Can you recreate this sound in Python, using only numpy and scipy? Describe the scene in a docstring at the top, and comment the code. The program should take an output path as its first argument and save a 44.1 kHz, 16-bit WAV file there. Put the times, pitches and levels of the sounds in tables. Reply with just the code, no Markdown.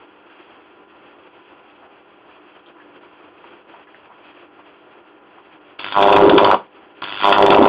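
"""A power arc barks on every half cycle of the mains as a high-voltage transformer flashes over twice.
Each flashover starts as a sizzle of sparks; then the arc catches, its heat sending out pressure pulses.
The bark deepens and grows restless as the channel stretches, until it restrikes with a crack.
The core hums in the test room; faint knocks and one soft, high rustle of hiss come before the arc.
The bark overloads a narrow-band microphone."""
import sys
import numpy as np
from scipy import signal
from scipy.fft import rfft, irfft, next_fast_len
from scipy.io import wavfile

SR = 44100
rng = np.random.default_rng(int(sys.argv[2]) if len(sys.argv) > 2 else 0)


def output_pcm(signal):
    """Save a mono or channel-first signal as 16-bit PCM at the path in sys.argv[1].

    Samples are clipped to [-1, 1] before scaling.
    """
    pcm = np.clip(np.atleast_2d(signal).T, -1, 1) * 32767
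    wavfile.write(sys.argv[1], SR, np.round(pcm).astype(np.int16))


N = 338688
T = np.arange(N) / SR

MAINS_HZ, FIRST_CREST_S = 50, .0041
LONG_CHANNEL_HZ = 617   # a channel pitched below this counts as long
# flashovers: start t/s, full power t/s, extinction t/s, swell/(dB/s), thickest sparks t/s
FLASHOVERS = [(5.787, 5.968, 6.549, 641.5, 6.06), (7.024, 7.257, 7.70, 421, 7.285)]
# strikes, each a new channel: t/s, relative crack level/dB, crack rise/s, bark f/Hz,
# relative bark level/dB
STRIKES = [(5.794, -15.5, 0.00078, 1150, -14.5), (5.843, -12, 0.0011, 1150, -12),
           (5.864, -14.5, 0.00048, 1150, -10), (5.884, -20.5, 0.0011, 1200, -9.5),
           (5.922, -8, 0.0013, 1240, -13.5), (6.0254, -2.5, 0.0014, 760, -10),
           (6.084, -6, 0.00095, 680, -10.5), (6.125, -2, .0016, 680, -12), (6.1626, -2, 0.0019, 747, -10),
           (6.233, -18.5, .001, 452, -12), (6.2945, -1, 0.0017, 460, -15), (6.378, -2.5, 0.0028, 740, -16),
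           (6.4453, 3.5, 0.00087, 936, -17), (6.5131, -4, 0.00099, 980, -16),
           (7.019, -18, 0.0012, 1105, 0.5), (7.039, -12.5, 0.00099, 1110, -12),
           (7.123, -13, 0.0007, 1200, -11), (7.2239, -5, 0.00047, 1100, -11.5),
           (7.2438, 2.5, 0.00024, 965, -10), (7.2545, -0.5, 0.00043, 948, -12.5),
           (7.3239, 4.5, 0.0016, 1100, -17), (7.383, -5.5, 0.00072, 816, -9),
           (7.4236, 3.5, 0.0013, 616, -7), (7.463, 2.5, 0.0014, 646, -8), (7.504, 5.5, 0.001, 747, -11),
           (7.545, -3.5, .0014, 551, -11), (7.626, -6, 0.00064, 700, -15), (7.6544, -10, .0008, 670, -7.5)]


def from_db(db):
    """Amplitude ratio of a level in decibels."""
    return 10 ** (np.asarray(db) / 20)


def rms_one(x):
    """Normalisation to rms 1."""
    return x / np.sqrt(np.mean(x ** 2) + 1e-20)


def drift(rate_hz):
    """Random modulation of rms 1, by linear interpolation."""
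    knots = rng.standard_normal(int(N / SR * rate_hz) + 2)
    return rms_one(np.interp(T * rate_hz, np.arange(len(knots)), knots))


def butter(order, hz, kind="low"):
    """Sections of a maximally flat filter."""
    return signal.butter(order, hz, kind, fs=SR, output="sos")


def colour(x, spectrum):
    """Minimum-phase filtering to a given spectrum; white noise keeps its power."""
    size = 2 * next_fast_len(N)
    hz, db = np.transpose(spectrum)
    bin_hz = np.arange(size // 2 + 1) * SR / size
    gain = rms_one(from_db(np.interp(np.log(bin_hz + 1), np.log(hz), db)))
    cepstrum = irfft(np.log(gain))
    cepstrum[1:size // 2] *= 2
    cepstrum[size // 2 + 1:] = 0
    return irfft(rfft(x, size) * np.exp(rfft(cepstrum)))[:N]


def resonate(x, hz, width_hz):
    """A damped resonator with unit gain at its peak."""
    r = np.exp(-np.pi * width_hz / SR)
    poles = [1, -2 * r * np.cos(2 * np.pi * hz / SR), r * r]
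    return signal.lfilter(np.array([1, 0, -1]) * (1 - r * r) / 2, poles, x + 1e-18)


def core_hum(waver_db, wander_rad):
    """Forced vibration: the core sings on harmonics of the mains, each wavering a little."""
    # harmonics: f/Hz, level/dB
    harmonics = [(200, -70), (300, -57.5), (350, -59.5), (400, -58.5), (500, -61), (700, -79), (800, -62.5),
                 (1000, -61), (1300, -72), (1400, -61.5), (2600, -77)]
    out = np.zeros(N)
    for hz, db in harmonics:
        phase = 2 * np.pi * (hz * T + rng.random()) + wander_rad * drift(3.2)
        out += from_db(db + waver_db * drift(5.9)) * np.sin(phase)
    return out


def room_air(level_db, flutter_db, hiss_hz, hiss_flutter_db):
    """Amplitude-modulated noise: the room's rush flutters, and its upper hiss flickers on its own."""
    # spectrum of the rush: f/Hz, relative level/dB
    spectrum = [(15, -34), (80, -18.5), (180, -17), (265, -10), (325, -1.5), (460, -7.5), (1020, -8.5),
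                (1400, -10), (2130, -18), (2650, -13), (3020, -18.5), (3280, -15.5), (3650, -34.5),
                (4250, -42), (4750, -37), (5500, -59)]
    rush = colour(rng.standard_normal(N), spectrum)
    hiss = signal.sosfiltfilt(butter(2, hiss_hz, "high"), rush)
    flicker = from_db(hiss_flutter_db * (drift(12) + drift(55)))
    return from_db(level_db + flutter_db * drift(30)) * (rush + hiss * (flicker - 1))


def knocks_and_rustle(gain_db, rise_s, width_hz, top_hz):
    """Transient excitation: noise bursts, each in one broad resonance, sound as knocks or a high rustle."""
    # faint knocks and one soft rustle of hiss (the highest row): t/s, relative level/dB, f/Hz, decay/s
    events = [(0.299, -42, 1550, .01), (1.82, -38, 800, 0.029), (2.66, -38, 3280, .02),
              (2.784, -39.5, 1020, 0.016), (2.80, -40, 1600, .014), (3.031, -40, 1070, .014),
              (3.44, -35.5, 736, 0.0078), (3.737, -34, 820, 0.024), (3.87, -42, 1480, .016),
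              (3.944, -37.5, 1580, 0.0055), (4.1, -36.5, 840, 0.032), (4.591, -39, 900, 0.011),
              (5.379, -37, 810, 0.0086)]
    out, age = np.zeros(N), T[:SR // 6]
    for s, db, hz, decay_s in events:
        burst = rng.standard_normal(len(age)) * np.exp(-age / decay_s) * (1 - np.exp(-age / rise_s))
        burst = resonate(resonate(burst, hz, width_hz), hz, width_hz)
        out[int(s * SR):][:len(age)] += from_db(db + gain_db) * rms_one(burst)
    return signal.sosfilt(butter(4, top_hz), out)


def latest(rows):
    """Sample and hold: the columns of the last event begun (beforehand, of the first)."""
    rows = np.array(rows)
    return rows[np.maximum(np.searchsorted(rows[:, 0], T, "right") - 1, 0)].T


def burning(t):
    """A gate: 1 while a flashover lasts, else 0."""
    return sum((t >= start) & (t < end) for start, _, end, _, _ in FLASHOVERS)


def crests():
    """Alternating current peaks twice a cycle: the times of those peaks during the flashovers."""
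    times = np.arange(FIRST_CREST_S, N / SR, 1 / (2 * MAINS_HZ))
    return times[burning(times) > 0]


def surge(sharpness, lead_s=0):
    """Periodic modulation of rms 1: a swell round every current crest."""
    return rms_one(np.exp(sharpness * np.cos(4 * np.pi * MAINS_HZ * (T - FIRST_CREST_S + lead_s))))


def spark_strength(steady_db=-31, flare_db=11.5, flare_s=0.08, trail_db=-35, trail_s=0.023):
    """Incoherent sources add in power: a sizzle flaring as the arc catches, and each crack's trail."""
    thickest_s = latest(FLASHOVERS)[4]
    flare = np.exp(-((T - thickest_s) / flare_s) ** 2)
    struck_s, crack_db, *_ = latest(STRIKES)
    trail = from_db(crack_db + trail_db) * np.exp(-np.abs(T - struck_s) / trail_s)
    return np.hypot(from_db(steady_db + flare_db * flare), trail) * burning(T)


def sizzle(gain_db, per_s, size_db, sharpness, lead_s, flicker_db):
    """Shot noise: tiny sparks of uneven size, strongest round each crest."""
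    sizes = from_db(size_db * np.minimum(rng.exponential(1, N), 4)) * rng.choice([-1, 1], N)
    impulses = rms_one(sizes * (rng.random(N) < per_s / SR))
    flicker = from_db(gain_db + flicker_db * drift(100))
    return impulses * surge(sharpness, lead_s) * spark_strength() * flicker


def cracks(strike_db, snap_db, spread_db, snap_rise_s, lead_s, scatter_s):
    """Electrical breakdown: each strike tears the gap in a brief volley; lesser snaps mark the crests."""
    out, age, times = np.zeros(N), T[:SR // 50], crests()
    luck, late = rng.uniform(-1, 1, (len(times), 2)).T
    sizes = np.interp(times, T, spark_strength()) * from_db(snap_db + spread_db * luck)
    snaps = [(s, size, snap_rise_s) for s, size in zip(times - lead_s + scatter_s * late, sizes)]
    strikes = [(s, from_db(db + strike_db), rise) for s, db, rise, _, _ in STRIKES]
    for s, size, rise in strikes + snaps:
        volley = age / rise * np.exp(1 - age / rise) * rng.standard_normal(len(age))
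        out[int(s * SR):][:len(age)] += size * volley[:N - int(s * SR)]
    return out


def sparks():
    """Source and filter: broadband sizzle and cracks take on one spectrum."""
    # spectrum of the sparks: f/Hz, relative level/dB
    spectrum = [(30, -30.5), (100, -10.5), (230, -12), (310, -3.5), (480, -10.5), (1000, -3), (1180, -7.5),
                (1420, 3), (1580, -5), (2100, -7.5), (2700, -1.5), (3000, -4), (3450, 2.5), (3900, -24.5),
                (4650, -17.5), (6000, -42)]
    small = sizzle(gain_db=-2.5, per_s=9300, size_db=3, sharpness=0.93, lead_s=.0001, flicker_db=1.9)
    large = cracks(strike_db=-6, snap_db=1.5, spread_db=3.5, snap_rise_s=.0007,
                   lead_s=.0008, scatter_s=.0007)
    return colour(small + large, spectrum)


def arc_state(sag_octaves_per_s=8.4, db_per_octave=4, warm_up_s=0.044, sparking_db=-30.5):
    """Buoyancy bows the hot channel longer, so louder and deeper: relative level/dB, f/Hz, unrest."""
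    _, full_s, _, swell, _ = latest(FLASHOVERS)
    struck_s, _, _, hz, db = latest(STRIKES)
    bowing_since = np.maximum(struck_s, full_s - warm_up_s)
    octaves = sag_octaves_per_s * np.maximum(T - bowing_since, 0) * burning(T)
    age = T - full_s
    level_db = db + np.clip(swell * age, sparking_db, 0) + db_per_octave * octaves
    unrest = np.minimum(0.11 + 2.31 * np.maximum(age, 0), 0.84)   # it writhes more the longer it burns
    return level_db, hz * 2 ** -octaves, unrest


def bark(gain_db, spread_db, pitch_spread, writhe_s, lead_s, low_hz, top_hz):
    """Thermal expansion: one pressure pulse each half cycle; unrest varies its time, pitch and level."""
    times, out = crests(), np.zeros(N)
    chance = rng.uniform(-1.15, 1, (len(times), 3))
    states = [np.interp(times, T, control) for control in arc_state()]
    for k, (s, db, hz, unrest, luck) in enumerate(zip(times, *states, chance)):
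        stretch, late, swell = unrest * luck
        near = slice(int((s - .01) * SR), int((s + .01) * SR))
        turns = hz * np.exp(pitch_spread * stretch) * (T[near] - s + lead_s - writhe_s * late)
        cycles = 0.7 * max(LONG_CHANNEL_HZ / hz, 1) ** 0.76   # a long channel rings for more cycles
        # the thin hot centre swells twice as fast as the sheath round it
        sheath, centre = (np.cos(2 * np.pi * u - 0.18) * np.exp(-(u / cycles) ** 2)
                          for u in (turns, 2 * turns))
        polarity_db = 0.1 * (-1) ** k   # the two polarities burn unequally
        strength = from_db(gain_db + db + spread_db * swell + polarity_db)
        out[near] += strength * rms_one(sheath + 0.33 * centre)
    out = signal.sosfilt(butter(1, low_hz, "high"), out)   # a thin channel radiates little bass
    return signal.sosfilt(butter(6, top_hz), out)


def roar(gain_db, sharpness, calm, bright_hz, dulling):
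    """Turbulence in hot air pumped by the current: a restless arc stirs more, a long one is duller."""
    # spectrum of the hot air: f/Hz, relative level/dB
    spectrum = [(20, -32.5), (60, -9), (110, -7), (220, -1.5), (300, -2.5), (1000, 0), (1450, -9.5),
                (1650, -13.5), (3000, -16.5), (5000, -45.5)]
    arc_db, hz, unrest = arc_state()
    flow = from_db(arc_db + gain_db) * (calm + unrest) * burning(T) * surge(sharpness)
    rush = colour(flow * rng.standard_normal(N), spectrum)
    low = signal.sosfiltfilt(butter(2, bright_hz), rush)
    return low + (rush - low) * (hz / LONG_CHANNEL_HZ) ** dulling


def load_hum(gain_db, octave_db):
    """Forced vibration: under the arc's load the core drones at twice and four times the mains rate."""
    drone = np.sin(4 * np.pi * MAINS_HZ * T) + from_db(octave_db) * np.sin(8 * np.pi * MAINS_HZ * T)
    return from_db(arc_state()[0] + gain_db) * burning(T) * drone


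def enclosure(x):
    """Resonance: the modes of the enclosure add to the direct sound."""
    # modes: f/Hz, bandwidth/Hz, level/dB
    modes = [(197.1, 9, 4), (294.8, 21, -4.5), (337, 17.6, 7.5), (393.3, 16, 2.5), (520, 24, 2),
             (597, 24, -1.5), (693, 5, -13.5), (849, 200, 0), (957, 12, 0.5), (1064, 36, 0.5),
             (1172, 58, -1.5), (1362, 64, 1.5)]
    return x + sum(from_db(db) * resonate(x, hz, width) for hz, width, db in modes)


def room(x, tail_db, build_s, t60_s=0.18):
    """Reverberation: a few near reflections, then a diffuse tail that decays exponentially."""
    # early reflections: delay/ms, amplitude ratio
    echoes = [(1.95, 0.073), (3.02, 0.24), (5.2, 0.051), (7.1, 0.12)]
    age = T[:SR // 2]
    tail = rng.standard_normal(len(age)) * from_db(-60 * age / t60_s) * (1 - np.exp(-age / build_s))
    early = sum(gain * np.interp(T - ms / 1000, T, x) for ms, gain in echoes)
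    return x + early + from_db(tail_db) * signal.fftconvolve(x, tail / np.linalg.norm(tail))[:N]


def scene():
    """Superposition: arc, sparks, knocks and rustle reverberate over the hum and the air."""
    arc = bark(gain_db=-5, spread_db=5.5, pitch_spread=0.47, writhe_s=0.00056, lead_s=.0003,
               low_hz=109, top_hz=1543)
    arc += roar(gain_db=-3.5, sharpness=0.86, calm=0.084, bright_hz=800, dulling=1.3)
    transients = sparks()
    background = core_hum(waver_db=1.94, wander_rad=0.34)
    background += room_air(level_db=-48.4, flutter_db=1.84, hiss_hz=2000, hiss_flutter_db=1.73)
    background += load_hum(gain_db=-28.5, octave_db=5)
    transients += knocks_and_rustle(gain_db=-17.5, rise_s=0.00033, width_hz=600, top_hz=2840)
    arc = room(enclosure(arc), tail_db=-10, build_s=0.0064)
    transients = room(transients, tail_db=-8.5, build_s=0.009)
    return (arc + transients + background)[None]


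def limiter(x, ceiling, attack_s, release_db_per_s):
    """Compression: the gain ducks for every loud peak and recovers; the sharpest peaks slip through."""
    over_db = 20 * np.log10(np.maximum(np.abs(x) / ceiling, 1))
    held_db = np.maximum.accumulate(over_db + release_db_per_s * T, axis=-1) - release_db_per_s * T
    r = np.exp(-1 / (attack_s * SR))
    return x * from_db(-signal.filtfilt([1 - r], [1, -r], held_db))


def overload(x, top, hardness):
    """Saturation: peaks are flattened just under full scale."""
    return x / (1 + np.abs(x / top) ** hardness) ** (1 / hardness)


def record(dry):
    """Band limiting and distortion: a narrow-band microphone, a limiter, an overloaded input, hiss."""
    mic_low_hz, mic_top_hz, stopband_hz = 44.5, 4740, 16900
    narrow = signal.sosfilt(signal.cheby1(8, .5, mic_top_hz, fs=SR, output="sos"), dry)
    held = limiter(narrow, ceiling=0.9, attack_s=0.00013, release_db_per_s=448.5)
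    held = signal.sosfilt(butter(1, mic_low_hz, "high"), held)
    loud = overload(held, top=.95, hardness=60)
    hiss = from_db(-99.5) * rng.standard_normal(N)
    return signal.sosfilt(signal.cheby2(12, 70, stopband_hz, fs=SR, output="sos"), loud + hiss)


dry = scene()
out = record(dry)
output_pcm(out)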